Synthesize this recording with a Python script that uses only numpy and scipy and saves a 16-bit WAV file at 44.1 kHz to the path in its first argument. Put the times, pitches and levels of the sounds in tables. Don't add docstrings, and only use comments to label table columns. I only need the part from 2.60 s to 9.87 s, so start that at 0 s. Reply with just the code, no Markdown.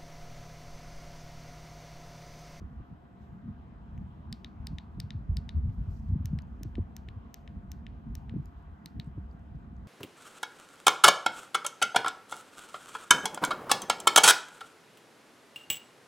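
import sys
import numpy as np
from scipy import signal
from scipy.fft import rfft, irfft, next_fast_len
from scipy.io import wavfile
from scipy.ndimage import uniform_filter1d

SR = 44100
rng = np.random.default_rng(int(sys.argv[2]) if len(sys.argv) > 2 else 0)


def log_audio(samples):
    frames = np.atleast_2d(samples).T
    limited = np.clip(frames, -1, 1)
    pcm = np.round(limited * 32767).astype(np.int16)
    wavfile.write(sys.argv[1], SR, pcm)


def undo_db(level):
    steps = np.asarray(level, float) / 20
    return 10 ** steps


N = 320695
PADDED = next_fast_len(N)
FFT_HZ = np.arange(PADDED // 2 + 1) * SR / PADDED
TREBLE_HZ, TOP_HZ = 7000, 11000
OPPOSED = np.array([[1], [-1]])

# start in seconds, peak in dB, treble in relative dB,
# top treble in relative dB, case pitch as a factor.
UPPER_DOWN = [
    (1.7271, -27, -21.5, -31.5, 0.87),
    (2.0701, -28, -19, -25, 0.9),
    (2.4014, -27.5, -18.5, -23.5, 0.91),
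    (2.7696, -28.5, -21, -29, 0.883),
]
UPPER_UP = [
    (1.846, -31, -37.5, -39.5, 0.95),
    (2.1847, -30.5, -34, -44.5, 0.95),
    (2.5058, -30.5, -38.5, -54, 0.96),
    (2.8919, -31, -35, -45.5, 0.96),
]
LOWER_DOWN = [
    (3.6571, -37.5, -15, -12.5, 0.92),
    (4.0331, -39.5, -16.5, -13.5, 0.91),
    (4.366, -39, -16.5, -12.5, 0.94),
    (4.7427, -37, -20, -12.5, 0.94),
    (5.1174, -39.5, -20, -12.5, 0.91),
    (5.553, -38.5, -16.5, -12.5, 0.91),
]
LOWER_UP = [
    (4.1544, -42, -37, -35, 0.92),
    (4.4872, -40.5, -37, -30, 0.92),
    (4.877, -44, -41, -41, 0.94),
    (5.2668, -41, -49, -57, 0.95),
    (5.6954, -44.5, -35, -53, 0.91),
]
SLIP_UP = [
    (3.7886, -40, -26, -30.5, 0.91),
]
FLAT_DOWN = [
    (6.2594, -34, -19, -17.5, 0.96),
]
FLAT_UP = [
    (6.3986, -31.5, -33, -34, 0.97),
]
TICKS = [(3.133, -85, -6, 4, 1.0), (3.148, -84, -6, 4, 1.0), (3.322, -81, -2, 1, 1.0),
         (6.795, -76, -8, -11, 0.9), (6.955, -72, -20, -18, 0.86), (3.5155, -75, -11, -12, 1.0),
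         (3.821, -58, -21, -13, 0.92), (5.8578, -57.5, -25, -6, 0.98), (6.446, -75, 6, -12, 0.86),
         (6.4634, -76, 4, -14, 1.0), (6.4715, -79, 5, -14, 1.0), (6.026, -80, -3, -5, 0.93),
         (3.874, -79, -20, -6, 1.0), (6.7125, -75, -20, -30, 1.0), (7.167, -67, -23, -22, 0.92)]
TAPS = [
    (1.378, -55, 0, -27, 0.91),
    (3.0964, -62.5, -15, -45, 0.97),
]
# start in seconds, peak in dB, pitch in Hz, swell in ms.
PIPS = [
    (3.0955, -74, 4700, .5),
    (3.3635, -76, 6200, .5),
    (1.3775, -62, 1650, .7),
    (3.401, -81, 5400, .5),
    (3.436, -80, 4100, .6),
    (5.8575, -68, 4200, .4),
    (6.7123, -63, 4800, 0.64),
]

# frequency in Hz, level in dB, swell time in ms, delay in ms.
UPPER_DOWN_MODES = [(1820, -11.5, 0.46, 0.068), (2800, -11, 0.27, 0.055), (4100, -5.5, 0.29, .65),
                    (5240, -2.5, 0.25, 0.38), (5760, -8, 0.28, 0.15), (7045, -6, 0.43, 0.076),
                    (8800, 13.5, 0.14, 0.018), (13100, -1.5, 0.087, .02), (14400, 14.5, 0.11, 0.018),
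                    (16200, 6, .2, .02)]
UPPER_UP_MODES = [(1730, -6, 0.48, 0.027), (2820, -7.5, 0.17, 0.06), (3940, 0.5, 0.39, 0.31),
                  (5080, -10.5, 0.29, 0.14), (6500, -10.5, 0.17, 0.14), (9200, 10.5, 0.24, 0.088),
                  (12360, 5, .25, 0.045), (14600, 10, .2, 0.041)]
LOWER_DOWN_MODES = [(1740, -8, 0.57, .05), (2800, -11, 0.23, .05), (4050, -7.5, 0.19, .05),
                    (5430, -2.5, 0.15, .45), (6700, 2, 0.13, 0.45), (8930, 6.5, 0.12, .02),
                    (10130, 14, 0.17, .02), (12650, 1, 0.13, .02), (14700, 13, 0.1, .02),
                    (16200, 4, .2, .02)]
LOWER_UP_MODES = [(1730, 2, 0.56, .05), (2770, 3, 0.23, .05), (3700, 4.5, 0.26, 0.093),
                  (5060, -5, 0.27, 0.17), (6850, -13, 0.079, 0.1), (8900, 8, .2, .05),
                  (13000, 5.5, .15, .05), (14800, 7, 0.17, .05)]
SLIP_MODES = [(1880, -1, 0.46, .05), (2900, -2.5, 0.23, .05), (3870, -5, 0.25, .09), (4700, -4, 0.34, .25),
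              (5400, -2.5, 0.26, 0.092), (6400, -17, .2, .09), (8000, 10.5, 0.23, .05), (9300, 3, .18, .05),
              (11100, 3, .2, .05), (13700, 7, .15, .05), (15700, 4, .17, .05)]
FLAT_DOWN_MODES = [(1800, -10, 0.33, .05), (2600, -21, .22, .05), (4350, -1, 0.33, .4),
                   (5100, -11, .25, .2), (6100, -11, .25, 0.14), (8700, 13, .16, .02),
                   (12300, 8, 0.11, .02), (14200, 8.5, .12, .02), (16100, 3, .2, .02)]
FLAT_UP_MODES = [(1740, -6, 0.54, .03), (2800, -10, .18, .06), (3850, -0.5, 0.37, 0.34),
                 (4420, -6, 0.37, .33), (6000, -13, 0.16, .11), (9050, 11, .2, .09),
                 (13600, 9.5, .18, .045), (15600, 11, .2, .04)]
TICK_MODES = [(2200, -12, 0.21, 0.057), (5200, -6, 0.47, 0.11), (6940, -1, 0.25, 0.064),
              (8500, 4, 0.24, .05), (11300, 7, 0.18, 0.055), (14400, -0.5, .2, .05)]
TAP_MODES = [(1990, 0, 0.25, .05), (3000, -4, 0.29, .05), (6980, -13, .25, .05), (11500, -1, .2, .05),
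             (14000, 6, .25, .05)]

# centre in Hz, width in Hz, depth from 0 to 1.
UPPER_GAPS = [(3300, 280, 0.5), (4140, 300, 0.65), (6000, 730, 0.6), (7050, 500, .9)]
UPPER_UP_GAPS = [(3320, 250, 0.47), (4180, 330, 0.92), (7000, 400, .9), (7900, 300, .6)]
LOWER_GAPS = [(3330, 150, 0.48), (4650, 430, 0.88), (7900, 610, 0.56), (11200, 860, 0.45)]
FLAT_GAPS = [(3250, 220, 0.62), (7200, 400, .8), (10900, 500, .6)]

# frequency in Hz, level in dB.
UPPER_DOWN_FAR = [(1500, 6.5), (2700, 8), (4300, 15), (5400, 12), (6500, 2), (9000, 3.5), (12500, 3),
                  (15000, 4.5)]
UPPER_UP_FAR = [(1500, 15.5), (2700, 11.5), (4000, 17.5), (5200, 8.5), (6500, 2), (9000, -7), (12500, -7.5),
                (15000, -8.5)]
LOWER_DOWN_FAR = [(1500, 12), (2700, 17), (4700, 17), (5800, 18.5), (7200, 14), (9000, 11), (12500, 16),
                  (15000, 17)]
LOWER_UP_FAR = [(1500, 17.5), (2700, 19), (4000, 15.5), (5200, 10.5), (6500, 2), (9000, -3.5),
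                (12500, -0.5), (15000, 0)]
FLAT_DOWN_FAR = [(1500, 10), (2700, 11), (4200, 15), (5400, 15), (6500, 8), (9000, 8), (12500, 12),
                 (15000, 13)]
FLAT_UP_FAR = [(1500, 14), (2700, 14), (4000, 15), (5200, 8), (6500, 3), (9000, 0), (12500, 4), (15000, 2)]
TICK_FAR = [(1500, 1), (4500, 11), (7000, 11), (9000, 9), (12500, 8), (15000, 5)]

# delay in ms, level in dB.
WALL_ECHOES = [(9.8, -38.5), (13.4, -22.5), (18.3, -28.5), (21.0, -33)]
# low edge in Hz, high edge in Hz, level in dB, T60 in seconds, share apart as a ratio.
TAILS = [(1210, 3600, -40, 0.24, 0.37), (4330, 6500, -45, 0.3, 0.34), (6500, 9000, -47.5, 0.3, .4),
         (9000, 9600, -50, .5, .1), (11000, 17000, -59, .6, 0.33)]

# time in seconds, level in dB.
GRIP_TENSION = [(0.0, -40), (0.34, -59), (0.63, -52.5), (0.79, -45.5), (1.78, -48.5), (2.33, -46),
                (2.87, -38.5), (3.7, -40), (4.47, -47), (4.76, -56.5), (4.9, -45.5), (5.12, -42),
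                (5.7, -43.5), (5.92, -64), (6.34, -60), (6.48, -46), (6.76, -50), (7.27, -44.5)]
# start in seconds, peak in dB, hold in seconds, brightness in dB.
SQUEEZES = [(0.0, -40, 0.067, -23), (0.188, -41, 0.028, -17), (0.323, -47.5, 0.01, 1.5),
            (0.612, -56, .02, 9), (0.734, -52, 0.019, 12.5), (0.872, -55, 0.044, 21),
            (1.35, -42, 0.088, 3.5), (1.47, -51.5, .02, 6), (1.671, -46, 0.056, 4.5),
            (2.008, -44, 0.044, 2), (2.12, -40.5, 0.042, 3), (2.357, -40.5, 0.041, -1),
            (2.553, -35.5, 0.012, -23), (2.691, -32, 0.089, -16.5), (2.955, -25, 0.039, -27.5),
            (3.051, -26, 0.033, -33.5), (3.202, -31.5, 0.019, -15), (3.275, -32.5, 0.046, -28),
            (3.506, -40, 0.041, 1), (3.743, -34.5, 0.039, -5), (4.048, -45, 0.023, -1.5),
            (4.134, -38, .02, -21), (4.202, -34, 0.015, -7), (4.485, -40, 0.017, -24),
            (4.56, -46.5, 0.018, -7), (4.632, -44, 0.044, -28), (4.948, -45.5, 0.03, 3.5),
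            (5.087, -60, 0.03, -10), (5.483, -45, 0.053, 8.5), (5.764, -43, 0.034, 11.5),
            (5.871, -41.5, 0.018, -24), (5.965, -47, 0.034, -16), (6.037, -46.5, 0.027, -15),
            (6.106, -46, 0.024, -10), (6.222, -66, 0.052, 21), (6.361, -47.5, 0.038, 11),
            (6.579, -45.5, 0.014, 1), (6.645, -44.5, 0.013, -19), (6.94, -42, 0.024, -3),
            (7.23, -46, .05, -14)]
RUMBLE_APART_DB = [-16.5, -12, -10.5]
# start in seconds, peak in dB, final pitch in Hz, starting pitch as a factor.
BUMPS = [(0.2, -31.5, 80.4, 1.7), (0.325, -37.5, 95, 1.3), (0.879, -29, 88, 2.06), (2.04, -38.5, 200, 0.89),
         (2.78, -25, 119, 1.35), (3.205, -25, 110, 1.45), (4.183, -30, 160, 1.4), (4.48, -34.5, 110, 1.3),
         (1.46, -33, 176, 1.4), (2.128, -22.5, 168, 0.72), (2.38, -27.5, 81, 2.94), (2.433, -24, 82, 1.61),
         (2.544, -21.5, 82, 1.5), (2.689, -12.5, 83, 0.79), (2.983, -25, 111, 1.33), (3.05, -27, 61, 1.97),
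         (3.086, -18.5, 94, 1.19), (3.269, -26, 71, 1.87), (3.486, -14.5, 80.7, 0.9),
         (3.518, -13.5, 88.3, 0.85), (3.554, -17, 94.5, 2.3), (3.595, -19.5, 67.6, 1.6),
         (3.643, -19.5, 82.5, 1.6), (3.729, -15, 140, 1.28), (4.021, -28, 71.6, 1.8), (4.054, -23, 86, 1.6),
         (4.193, -21.5, 78, 1.47), (5.757, -21.5, 140, 1.1), (4.562, -27, 78.2, 1.45),
         (5.796, -25, 109, 1.4), (5.463, -30, 197, 0.76), (5.739, -25, 129.5, 2.92), (5.716, -26, 110, 1.1),
         (6.36, -27, 77.6, 1.23), (6.469, -24, 134, 1.05), (6.574, -26.5, 81, 1.54),
         (6.944, -30.5, 102.3, 2)]
# start in seconds, peak in dB, pitch in Hz, swell in cycles.
FINGERTIPS = [(0.015, -44.5, 328, 0.66), (0.041, -51, 298, 0.67), (0.88, -46.5, 250, 1.5),
              (5.738, -31, 265, 0.8), (5.793, -47, 290, .9), (3.556, -45, 250, 1.2), (3.548, -48, 370, .8),
              (2.38, -45, 310, .8), (2.982, -46, 280, 0.87), (4.482, -49, 330, 0.48),
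              (0.203, -47, 302, 0.48), (3.51, -39.5, 239, 1.1), (3.604, -38.5, 226, 1.1),
              (4.01, -39, 257, 0.79), (4.05, -39.5, 285, 1.05), (4.181, -25, 261, 0.44),
              (4.1895, -29, 252, 0.3), (5.762, -32.5, 275, 0.94), (6.364, -47.5, 260, 1.1),
              (6.476, -49, 258, .8), (6.577, -38.5, 287, 0.77)]

# start in seconds, peak in dB, hold in seconds.
RUBS = [(0.0, -91, .01), (.62, -86.5, .03), (3.12, -86, 0.23), (3.315, -77.5, 0.074), (3.4, -83.5, 0.095),
        (3.88, -100, .03), (5.87, -83.5, 0.0035), (5.98, -91, .01), (6.44, -91, 0.032), (6.72, -90, .01),
        (7.2, -100, .07)]
# frequency in Hz, density in dB per Hz.
RUB_COLOUR = [(2500, -9), (5000, 6.5), (7500, -2.5), (10000, -5.5), (13000, -3.5), (16000, -6.5)]
ROOM_TONE = [(80, -31), (120, -9), (222, -4), (284, -9.5), (535, -20.5), (700, -18.5), (1030, -17.5),
             (1250, -18), (1550, -26), (2240, -35.5), (3000, -36.5), (4500, -50.5), (7350, -55),
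             (10000, -56.5), (16000, -60.5)]
# frequency in Hz, correlation as a ratio.
LIKENESS = [(150, 0.8), (350, 0.59), (550, 0.11), (950, 0.68), (1400, 0.6), (2400, 0.15), (6000, 0.15),
            (8500, 0.79)]
# frequency in Hz, left minus right in dB.
LEAN = [(380, -1), (700, 5), (1290, -2.5), (2380, 3), (4400, -1.5), (8000, 1)]
# frequency in Hz, phase in radians.
PHASE_LEAD = [(200, 0), (400, .55), (580, 2.1), (850, 1.3), (1300, 2.3), (1900, .8), (2500, .35), (5000, 0)]
# pitch in Hz, RMS level in dB.
FAN = [(659.2, -81), (696.8, -73)]


def rms_one(x):
    return x / np.sqrt(np.mean(x ** 2) + 1e-20)


def at_hz(points, hz):
    table_hz, values = np.transpose(points)
    return np.interp(np.log(hz), np.log(table_hz), values)


def band(x, low_hz, high_hz, order=2):
    return signal.sosfilt(signal.butter(order, [low_hz, high_hz], "band", fs=SR, output="sos"), x)


def notch(x, hz, width_hz):
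    return signal.lfilter(*signal.iirnotch(hz, hz / width_hz, fs=SR), x)


def resonance(x, hz, width_hz):
    return signal.lfilter(*signal.iirpeak(hz, hz / width_hz, fs=SR), x)


def later(x, ms):
    return np.interp(np.arange(N) - ms * SR / 1000, np.arange(N), x, left=0)


def above(cut_hz, width_hz):
    return .5 + .5 * np.tanh((FFT_HZ - cut_hz) / width_hz)


def delay(ms):
    return np.exp(-2j * np.pi * FFT_HZ * ms / 1000)


def shaped(x, response):
    return irfft(rfft(x, PADDED) * response, PADDED)[..., :N]


def drift(rate_hz):
    pole = np.exp(-2 * np.pi * rate_hz * 40 / SR)
    noise = rng.standard_normal(N // 40 + 2002)
    slow = signal.lfilter([1], [1, -2 * pole, pole ** 2], noise)[2000:]
    return np.interp(np.arange(N) / 40, np.arange(len(slow)), rms_one(slow))


def gestures(rows, rise_db_per_s, fall_db_per_s):
    t = np.arange(0, N + 40, 40) / SR
    power = 1e-14
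    for start_s, db, hold_s in rows:
        rising_db = rise_db_per_s * np.maximum(start_s - t, 0)
        falling_db = fall_db_per_s * np.maximum(t - start_s - hold_s, 0)
        power = power + undo_db(db - rising_db - falling_db) ** 2
    return np.interp(np.arange(N) / SR, t, np.sqrt(power))


def add(track, start_s, piece):
    i = int(start_s * SR)
    track[i:i + len(piece)] += piece[:N - i]


def swell(hz, swell_s, length_s, start=0.97):
    t = np.arange(int(length_s * SR)) / SR
    settle_s = 2 * swell_s
    turns = hz * (t + (start - 1) * settle_s * (1 - np.exp(-t / settle_s)))
    return t / swell_s * np.exp(1 - t / swell_s) * np.sin(2 * np.pi * turns)


def snaps(events, modes, trim_db):
    out = np.zeros(N)
    chance_db = rng.normal(0, .6, (len(events), len(modes)))
    for (start_s, db, treble_db, top_db, pitch), vary_db in zip(events, chance_db):
        for k, (hz, mode_db, swell_ms, late_ms) in enumerate(modes):
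            is_treble = hz > TREBLE_HZ
            colour_db = top_db if hz > TOP_HZ else treble_db if is_treble else 0
            height = (-1) ** k * undo_db(db + trim_db + mode_db + colour_db + vary_db[k])
            tuned_hz = hz if is_treble else hz * pitch
            lead_ms = .45 if is_treble else .25
            add(out, start_s + (late_ms - lead_ms) / 1000, height * swell(tuned_hz, swell_ms / 1000, 0.0072))
    return out


def gaps(x, rows):
    for hz, width_hz, depth in rows:
        x = x + depth * (notch(x, hz, width_hz) - x)
    return x


def remote():
    upper_down = snaps(UPPER_DOWN, UPPER_DOWN_MODES, trim_db=0.5)
    upper_up = snaps(UPPER_UP, UPPER_UP_MODES, trim_db=-1.0)
    lower = snaps(LOWER_DOWN, LOWER_DOWN_MODES, trim_db=3.0)
    lower += snaps(LOWER_UP, LOWER_UP_MODES, trim_db=-0.5)
    flat = snaps(FLAT_DOWN, FLAT_DOWN_MODES, trim_db=1.5)
    flat += snaps(FLAT_UP, FLAT_UP_MODES, trim_db=-1.0)
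    ticks = snaps(TICKS, TICK_MODES, trim_db=2.5)
    ticks += snaps(TAPS, TAP_MODES, trim_db=5.0)
    ticks += snaps(SLIP_UP, SLIP_MODES, trim_db=1.5)
    for start_s, db, hz, swell_ms in PIPS:
        add(ticks, start_s, undo_db(db) * swell(hz, swell_ms / 1000, .008))
    upper = gaps(upper_down, UPPER_GAPS) + gaps(upper_up, UPPER_UP_GAPS)
    return upper + gaps(lower, LOWER_GAPS) + gaps(flat, FLAT_GAPS) + ticks


def phone_body(x):
    high = above(4300, 600)
    edge_echo = 1 - 0.49 * (1 - high) * delay(1.176)
    shaded = undo_db(-5.5 + 1.9 * high) * delay(0.019) * edge_echo
    treble = above(TREBLE_HZ, 100)
    ports = np.array([np.ones_like(treble), treble + (1 - treble) * shaded])
    return shaped(x, above(1692, 53) * (1 - above(16600, 100)) * ports)


def far_field():
    out = np.zeros(N)
    hz = np.maximum(np.arange(129) * SR / 256, 1)
    kinds = [(UPPER_DOWN, UPPER_DOWN_FAR), (UPPER_UP, UPPER_UP_FAR),
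             (FLAT_DOWN, FLAT_DOWN_FAR), (FLAT_UP, FLAT_UP_FAR), (LOWER_DOWN, LOWER_DOWN_FAR),
             (LOWER_UP + SLIP_UP + TAPS, LOWER_UP_FAR), (TICKS, TICK_FAR)]
    for events, colour in kinds:
        pulse = np.roll(irfft(undo_db(at_hz(colour, hz))), 128) * np.hanning(256)
        for start_s, db, *_ in events:
            add(out, start_s - 100 / SR, undo_db(db) * pulse)
    return out


def room(beam, scattered):
    echoes = sum(undo_db(db) * later(beam, ms) for ms, db in WALL_ECHOES)
    hollow = resonance(echoes, 4200, 350)
    hum = resonance(later(beam, 1.3) + undo_db(6.0) * echoes, 4200, 90)
    t = np.arange(int(.4 * SR)) / SR
    early_gain, first_wall_s = undo_db(-1), .0125
    build_up = early_gain + (1 - early_gain) * np.clip((t - first_wall_s) / 0.0035, 0, 1)
    common, own = build_up * rng.standard_normal((2, len(t)))
    tail = np.zeros((2, len(t)))
    for low_hz, high_hz, db, t60_s, apart in TAILS:
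        noise = band(common + apart * own * OPPOSED, low_hz, high_hz, order=3)
        tail += noise * undo_db(db - 60 * t / t60_s)
    reverb = signal.fftconvolve(scattered[None], tail, axes=1)[:, :N]
    direct_echo = undo_db(-5.5) * band(echoes, 2900, 6500, order=3)
    return reverb + direct_echo + undo_db(-2.5) * hollow + undo_db(-13) * hum


def rumble():
    tension_db = np.interp(np.arange(N) / SR, *np.transpose(GRIP_TENSION))
    # low edge in Hz, high edge in Hz, share of brightness, tension in dB, squeeze in dB.
    layers = [(45.9, 83.9, 0.085, -3.5, -0.3), (84.5, 169.2, 0.59, -8.5, -4), (176, 243.1, 0.99, -10.5, -9.5)]
    out = np.zeros((2, N))
    for (low_hz, high_hz, share, steady_db, lump_db), apart_db in zip(layers, RUMBLE_APART_DB):
        moves = [(s, db + lump_db + share * bright_db, hold_s) for s, db, hold_s, bright_db in SQUEEZES]
        lumps = gestures(moves, rise_db_per_s=270, fall_db_per_s=550)
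        noise = band(rng.standard_normal((2, N)), low_hz, high_hz, order=3)
        both, apart = rms_one(noise[0]), rms_one(noise[1])
        height = np.hypot(undo_db(tension_db + steady_db), lumps) * undo_db(2.2 * drift(31.0))
        out += height * (both + undo_db(apart_db) * apart * OPPOSED)
    return out


def knocks():
    out = np.zeros(N)
    for start_s, db, hz, start in BUMPS:
        add(out, start_s, undo_db(db - 6.5) * swell(hz, 0.57 / hz, 7 / hz, np.clip(start, 1, 4)))
    out = band(out, 27, 330, order=3)
    for start_s, db, hz, cycles in FINGERTIPS:
        add(out, start_s, undo_db(db) * swell(hz, cycles / hz, 12 / hz, 1.076))
    return band(out, 38, 830, order=3) * undo_db(.3 * OPPOSED)


def coloured(spectrum, patchy_db, patch_rate_hz):
    out = 0
    edges_hz = 100 * 2 ** np.arange(0, 7.5, 1 / 3)
    white = rng.standard_normal((2, 2, N))
    for k, (low_hz, high_hz) in enumerate(zip(edges_hz, edges_hz[1:])):
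        hz = np.sqrt(low_hz * high_hz)
        if hz < spectrum[0][0] / 2:
            continue
        mid, side = band(white[k % 2], low_hz, high_hz)
        alike = .985 if hz > TREBLE_HZ * 1.2 else at_hz(LIKENESS, hz)
        level_db = at_hz(spectrum, hz) + patchy_db * drift(patch_rate_hz)
        gain = undo_db(level_db + at_hz(LEAN, hz) * .5 * OPPOSED)
        out = out + gain * (np.sqrt(1 + alike) * mid + np.sqrt(1 - alike) * side * OPPOSED)
    return rms_one(out)


def skin_rub():
    height = undo_db(-100) + gestures(RUBS, rise_db_per_s=450, fall_db_per_s=370)
    noise = coloured(RUB_COLOUR, patchy_db=1.5, patch_rate_hz=30.0)
    return height * noise * undo_db(1.5 * drift(60.0))


def room_tone():
    air = undo_db(-56) * coloured(ROOM_TONE, patchy_db=1.81, patch_rate_hz=4.8)
    phase = at_hz(PHASE_LEAD, np.maximum(FFT_HZ, 1)) * np.array([[1], [0]])
    tone = shaped(air, undo_db(-9 * above(14000, 80)) * np.exp(1j * phase))
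    rim = band(air, 13900, 14600, order=4) * np.clip(drift(9.0) + .3, 0, 1)
    return tone + .8 * rim


def fan():
    t = np.arange(N) / SR
    whine = np.zeros(N)
    for hz, rms_db in FAN:
        height = np.sqrt(2) * undo_db(rms_db + 1.6 * drift(0.34))
        whine += height * np.sin(2 * np.pi * hz * t + 0.89 * drift(4.1))
    return whine * undo_db([[3], [-5]])


def scene():
    clicks = phone_body(remote())
    sideways = 0.69 * clicks[0] + 0.38 * notch(clicks[0], 5200, 730)
    faint = shaped(room(sideways, far_field()) + skin_rub(), undo_db(-25 * above(15300, 50)))
    return clicks + faint + rumble() + knocks() + room_tone() + fan()


def low_pass(x):
    return signal.sosfilt(signal.butter(12, 16560, fs=SR, output="sos"), x)


def record(dry):
    lead_ms, opposed_hz = .172, 9950
    treble = above(TREBLE_HZ, 100)
    lag = -delay(lead_ms) * np.exp(2j * np.pi * opposed_hz * lead_ms / 1000)
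    left = shaped(dry[0], 1 - treble + treble * lag)
    shaking = uniform_filter1d(np.abs(dry[0]), size=600)
    whisper = undo_db(-64.0) * shaking * rms_one(band(rng.standard_normal(N), 9450, 9800))
    return low_pass(np.array([left, dry[1]]) + whisper)


dry = scene()
out = record(dry)
log_audio(out)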